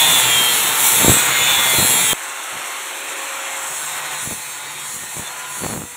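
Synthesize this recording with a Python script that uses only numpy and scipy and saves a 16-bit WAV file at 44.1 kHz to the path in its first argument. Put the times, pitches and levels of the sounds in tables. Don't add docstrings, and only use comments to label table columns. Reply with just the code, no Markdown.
import sys
import numpy as np
from scipy import signal
from scipy.fft import rfft, irfft
from scipy.io import wavfile
from scipy.ndimage import uniform_filter1d, map_coordinates

SR = 44100
rng = np.random.default_rng(int(sys.argv[2]) if len(sys.argv) > 2 else 0)


def wav_record(signal):
    frames = np.transpose(np.atleast_2d(signal))
    bounded = np.clip(frames, -1, 1)
    quanta = np.round(bounded * 32767).astype(np.int16)
    wavfile.write(sys.argv[1], SR, quanta)


N = 262836
HOP = 256
TIME = np.arange(N) / SR
FRAME_TIME = np.arange(N // HOP + 5) * HOP / SR
HARD_END, LIGHT_START = 2.133, 2.138
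GEAR_RATIO = 32 / 9
TOP_HZ = 15650

# (time [s], speed [turns/s])
HARD_SPEED_CURVE = [(0, 132.4), (.08, 131.2), (.2, 127.5), (.4, 123), (.62, 122.4), (.85, 127.5),
                    (1.1, 130.1), (1.48, 134.3), (1.7, 130.7), (2.12, 123.4)]
LIGHT_SPEED_CURVE = [(2.14, 151.8), (2.5, 152.7), (3.48, 153.1), (4.0, 147.8), (4.12, 148), (4.3, 144.4),
                     (4.5, 142.9), (4.72, 144.5), (5.05, 141.1), (5.3, 141.4), (5.48, 142.9), (5.8, 137.4),
                     (5.96, 137)]
# (time [s], fan rush [dB], gear whine [dB])
HARD_LEVEL_CURVE = [(0, 1, 3), (.48, -2, 0.5), (.72, -1, -6.5), (1.03, -1, -2), (1.25, -0.5, -0.5),
                    (1.45, 1.2, 2), (1.8, -2.5, 0), (2.13, -4, 0.5)]
LIGHT_LEVEL_CURVE = [(2.14, 1.1, -26), (3.35, 3.5, -22), (3.78, 1.5, 2.5), (4.14, 3.5, 5.5),
                     (4.34, -5.5, 0), (4.72, -3, 2), (5.08, -5, -2), (5.4, -1.5, 0), (5.7, -5, 0),
                     (5.82, -11.5, -8), (5.96, -9.5, -9)]
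# (centre [s], length [s], rasp [dB], dust hiss [dB])
DISC_BITES = [(0.098, 0.32, 2, -16), (0.565, 0.3, 0, -7), (0.865, 0.11, 3, 3), (1.067, 0.19, 6, -4),
              (1.847, 0.27, 4.5, -9), (2.08, 0.1, -1.5, -11), (3.625, 0.13, -6, 0.5), (3.805, 0.23, 5, -3),
              (4.26, .17, 5, 4), (4.5, .1, 1, -12), (4.954, .17, 5, -1), (5.183, 0.085, 5.5, -3),
              (5.648, 0.17, 6.5, -4), (5.89, .13, -5.5, -19)]
# (pressed hard [dB], pressed lightly [dB])
REST_RASP_DB = (-12, -4)
REST_DUST_DB = (-3.3, -0.6)
DUST_PER_RUSH = 0.56
# (centre [s], length [s], level [dB])
AIR_GUSTS = [(1.082, 0.12, -23.5), (1.095, 0.048, -15.5), (1.808, 0.055, -25), (1.945, 0.12, -31.5),
             (2.564, 0.036, -40), (4.305, 0.071, -31), (4.998, 0.14, -44), (5.187, 0.043, -33.5),
             (5.684, 0.08, -27.5), (5.775, 0.081, -27)]
# (start [s], level [dB], time scale of the pulse [ms])
# the one at 2.132 s is a thump where the hard stretch ends
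POPS_AND_THUMPS = [(1.047, 3.5, 0.27), (1.067, -14, .3), (1.082, 9, 0.24), (1.096, 4, 0.97),
                   (1.785, 0.5, 1), (2.132, -0.5, 0.22), (4.274, -12, 1), (5.195, -12, 0.85),
                   (5.66, -8, 0.82)]
# (pressed hard [dB], pressed lightly [dB])
DRAUGHT_DB = (-38, -54.5)
# (frequency [Hz], pressed hard [dB per Hz], pressed lightly [dB per Hz])
AIR_SPECTRUM = [(30, -100, -105), (128, -71.5, -104), (326, -64, -72.5), (537, -65.5, -75),
                (840, -54.5, -63.5), (1480, -55.5, -65), (2480, -56, -65.5), (3050, -56, -69),
                (3630, -54.5, -67.5), (5800, -60, -72.5), (7730, -53, -67.5), (8960, -57.5, -70.5),
                (9160, -61.5, -76), (13800, -59.5, -79), (14100, -69, -89), (15200, -57, -87)]
# (multiple of the turning rate [1], pressed hard [dB], pressed lightly [dB])
SHAFT_TONES = [(1, -41.5, -52.5), (4, -38.5, -56), (5, -48, -59), (10, -57, -44.5), (11, -35.5, -70),
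               (13, -42, -46), (16, -32, -65), (17, -37.5, -61), (19, -37, -53), (22, -31, -67),
               (23, -39, -51), (24, -36, -64), (26, -25, -48), (28, -27.5, -49), (31, -37, -46),
               (32, -29, -50)]
# (pressed hard [dB], pressed lightly [dB])
MOTOR_TONES = [(-39.5, -50.5), (-38, -46), (-37.5, -61), (-34, -46), (-31.5, -46.5), (-38, -50), (-46, -55),
               (-35.5, -49)]
# (centre [s], length [s], multiple of the turning rate [1], level [dB])
SQUEAL_TONES = [(0.104, 0.14, 27, -16), (.08, 0.26, 26, -17.5), (0.386, 0.17, 26, -20),
                (.53, 0.18, 28, -25.5), (0.66, 0.13, 29, -27.5), (1.15, 0.15, 64, -23.5),
                (1.344, 0.26, 52, -25), (1.607, 0.25, 26, -20), (1.543, 0.13, 27, -28),
                (1.82, 0.1, 32, -23), (1.9, 0.16, 57, -26), (3.333, 0.61, 3.556, -41.5),
                (3.51, 0.086, 14, -35), (3.77, 0.34, 51, -37), (4.052, 0.2, 10, -38),
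                (4.736, .25, 26, -42.5), (5.048, 0.16, 13, -39.5), (5.268, 0.034, 25, -33.5),
                (5.416, 0.16, 10, -41.5), (5.485, 0.2, 7.111, -39.5)]
WOBBLE_TURNS = 0.0039
# (frequency [Hz], pressed hard [dB], pressed lightly [dB])
SCRAPE_SPECTRUM = [(300, -64, -98), (910, -35, -49.5), (1420, -52, -59), (2300, -33, -52),
                   (3060, -44, -58.5), (3690, -29, -48.5), (4310, -31.5, -45.5), (5840, -41.5, -54.5),
                   (7400, -32, -47), (8900, -38.5, -48.5), (9160, -38, -65), (9940, -34.5, -47.5),
                   (11950, -39.5, -64), (13500, -43, -60), (15200, -44, -56)]


def amp(db):
    return 10 ** (np.asarray(db) / 20)


def evened(x):
    return x / np.sqrt(np.mean(abs(x) ** 2) + 1e-20)


def read_spectrum(table, hz, column):
    table = np.transpose(table)
    return np.interp(np.log(hz + 1), np.log(table[0] + 1), table[column])


def controls(rows, t):
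    s, *columns = np.transpose(rows)
    return [np.interp(t, s, c) for c in columns]


def drift(hz, count=1):
    chance = rng.standard_normal((len(FRAME_TIME), count, 2)) @ [1, 1j]
    rate = np.fft.fftfreq(len(FRAME_TIME), HOP / SR)[:, None]
    smoothed = np.fft.fft(chance, axis=0) / (1 + (rate / hz) ** 2)
    return evened(np.fft.ifft(smoothed, axis=0))


def waver(hz):
    return np.interp(TIME, FRAME_TIME, evened(drift(hz)[:, 0].real))


def treble_share(hz, split_hz=5000):
    return 1 / (1 + (split_hz / (hz + 1)) ** 8)


def band(x, hz, kind, order=2):
    return signal.sosfilt(signal.butter(order, hz, kind, fs=SR, output="sos"), x)


def hump(t, s, length, steep=2):
    return 2 ** (-.5 * abs(2 * (t - s) / length) ** steep)


def line(turns, multiple, phases):
    ninths = round(multiple * 9)
    return np.sqrt(2) * np.sin(2 * np.pi * (ninths / 9 * turns + phases[ninths]))


def grinding(t):
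    hard = t < HARD_END
    speed, = np.where(hard, controls(HARD_SPEED_CURVE, t), controls(LIGHT_SPEED_CURVE, t))
    rush_db, whine_db = np.where(hard, controls(HARD_LEVEL_CURVE, t), controls(LIGHT_LEVEL_CURVE, t))
    rasp = amp(np.where(hard, *REST_RASP_DB))
    dust = amp(np.where(hard, *REST_DUST_DB) + DUST_PER_RUSH * rush_db)
    for s, length, rasp_db, dust_db in DISC_BITES:
        bite = hump(t, s, length, steep=1.82)
        rasp = np.hypot(rasp, amp(rasp_db) * bite)
        dust = np.hypot(dust, amp(dust_db) * bite)
    return speed, rush_db, 20 * np.log10(dust), whine_db, 20 * np.log10(rasp)


def pops_and_thumps():
    pulses = np.zeros(N)
    for s, db, scale_ms in POPS_AND_THUMPS:
        age = np.arange(SR // 20) / SR / (scale_ms / 1000)
        pulse = amp(db) * age ** 0.91 * np.exp(0.66 * (1 - age))
        pulses[round(s * SR):][:len(age)] += pulse
    return amp(-3.5) * band(pulses, 127, "high")


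def buffets(rumble_db=-4, eddies_db=-1, eddies_per_s=210, rumble_hz=200, eddy_hz=540, low_cut_hz=96,
            lumpy_db=3.0, flutter_db=2.5, draught_follow=0.46):
    whine_db = grinding(TIME)[3]
    draught_db = np.where(TIME < HARD_END, *DRAUGHT_DB) + draught_follow * whine_db + lumpy_db * waver(11)
    gust_power = sum((amp(db) * hump(TIME, s, length)) ** 2 for s, length, db in AIR_GUSTS)
    level = np.sqrt(amp(draught_db) ** 2 + gust_power)
    level = level * evened(amp(flutter_db * waver(30)))
    rumble = band(rng.standard_normal(N), rumble_hz, "low")
    rumble = band(rumble, low_cut_hz, "high", order=3)
    kicks = rng.standard_normal(N) * (rng.random(N) < eddies_per_s / SR)
    eddies = band(kicks, eddy_hz, "low", order=1)
    eddies = band(eddies, 2800, "low", order=1)
    eddies = band(eddies, low_cut_hz, "high")
    return level * (amp(rumble_db) * evened(rumble) + amp(eddies_db) * evened(eddies))


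def air(column, turns, patchy_db=1.45, flicker_db=1.55, throb=0.097):
    window = dict(nperseg=4 * HOP, noverlap=3 * HOP)
    hz = np.fft.rfftfreq(4 * HOP, 1 / SR)
    _, rush_db, dust_db, _, _ = grinding(FRAME_TIME[:, None])
    high = treble_share(hz)
    patches = evened(uniform_filter1d(drift(2.5, count=len(hz)).real, size=9, axis=1))
    level_db = read_spectrum(AIR_SPECTRUM, hz, column) + (1 - high) * rush_db + high * dust_db
    treble_flicker = high * evened(drift(25).real)
    level_db = level_db + patchy_db * patches + flicker_db * treble_flicker
    noise = rng.standard_normal((len(FRAME_TIME) - 1) * HOP)
    frames = signal.stft(noise, **window)[2]
    rush = signal.istft(frames * amp(level_db.T), **window)[1][:N] * np.sqrt(SR / 2)
    bite = np.minimum(amp(grinding(TIME)[4]), 1)
    throbbing = 1 + throb * bite * np.cos(2 * np.pi * turns)
    return band(rush * throbbing, 77, "high")


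def machine(column, turns, phases, gear_follow=0.94, motor_follow=0.47, waver_db=3.0):
    _, rush_db, _, whine_db, _ = grinding(TIME)
    shaft = np.zeros(N)
    for row in SHAFT_TONES:
        shaft += amp(row[column] + waver_db * waver(7.4)) * line(turns, round(row[0]), phases)
    motor = np.zeros(N)
    for k, row in enumerate(MOTOR_TONES, start=1):
        level = amp(row[column - 1] + waver_db * waver(5.1))
        motor += level * line(turns, k * GEAR_RATIO, phases)
    return amp(gear_follow * whine_db - 3.5) * shaft + amp(motor_follow * rush_db - 2.5) * motor


def squeals(turns, phases, waver_db=2.0):
    out = np.zeros(N)
    for s, length, multiple, db in SQUEAL_TONES:
        same_stretch = (TIME < HARD_END) == (s < HARD_END)
        near = (abs(TIME - s) < 2 * length) & same_stretch
        wobbly = turns[near] + WOBBLE_TURNS * np.sin(2 * np.pi * (turns[near] + rng.random()))
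        level = amp(db + waver_db * waver(21)[near]) * hump(TIME[near], s, length, steep=3.5)
        out[near] += level * line(wobbly, multiple, phases + rng.random())
    return out


def scrape(column, turns, change_hz, lasting, uneven_db, count=128, size=2048):
    speed, _, _, whine_db, rasp_db = grinding(FRAME_TIME[:, None])
    hz = speed * np.arange(count)
    high = treble_share(hz)
    kept = np.exp(2j * np.pi * rng.random(count))
    lasting = np.clip(lasting, 0, 1)
    pattern = np.sqrt(lasting) * kept + np.sqrt(1 - lasting) * drift(change_hz, count=count)
    swell = evened(uniform_filter1d(drift(2.3, count=count).real, size=3, axis=1))
    pattern = evened(pattern * amp(uneven_db * swell))
    level_db = read_spectrum(SCRAPE_SPECTRUM, hz, column) + (1 - high) * whine_db + high * rasp_db
    pattern = pattern * amp(level_db) * (hz > 0)
    one_turn = irfft(pattern, size, axis=1) * size / np.sqrt(2)
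    return map_coordinates(one_turn, [TIME * SR / HOP, turns % 1 * size], order=1, mode="grid-wrap")


def scene():
    first = TIME < HARD_END
    speed = grinding(TIME)[0]
    turns = np.cumsum(speed * (1 + 0.001015 * waver(20.7))) / SR
    phases = rng.random(size=1000)
    hard = air(column=1, turns=turns) + machine(column=1, turns=turns, phases=phases)
    hard = hard + amp(-1.5) * scrape(1, turns, change_hz=5.6, lasting=0.2, uneven_db=2.5)
    light = air(column=2, turns=turns) + machine(column=2, turns=turns, phases=phases)
    light = light + amp(-0.4) * scrape(2, turns, change_hz=8.6, lasting=0.051, uneven_db=2.0)
    sound = np.where(first, hard, light) + squeals(turns, phases) + buffets() + pops_and_thumps()
    audible = uniform_filter1d(1. * (first | (TIME > LIGHT_START)), size=80)
    return np.tile(sound * audible, (2, 1))


def record(dry, notch_hz=4850, notch_width_hz=1100, notch_db=-27):
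    off = (np.fft.rfftfreq(N, 1 / SR) - notch_hz) / notch_width_hz
    coloured = irfft(rfft(dry) * (amp(notch_db) + 1j * off) / (1 + 1j * off), N)
    low_pass = signal.firwin(511, TOP_HZ, window=("kaiser", 9), fs=SR)
    return signal.oaconvolve(np.clip(coloured, -1, 1), low_pass[None], "same")


dry = scene()
out = record(dry)
wav_record(out)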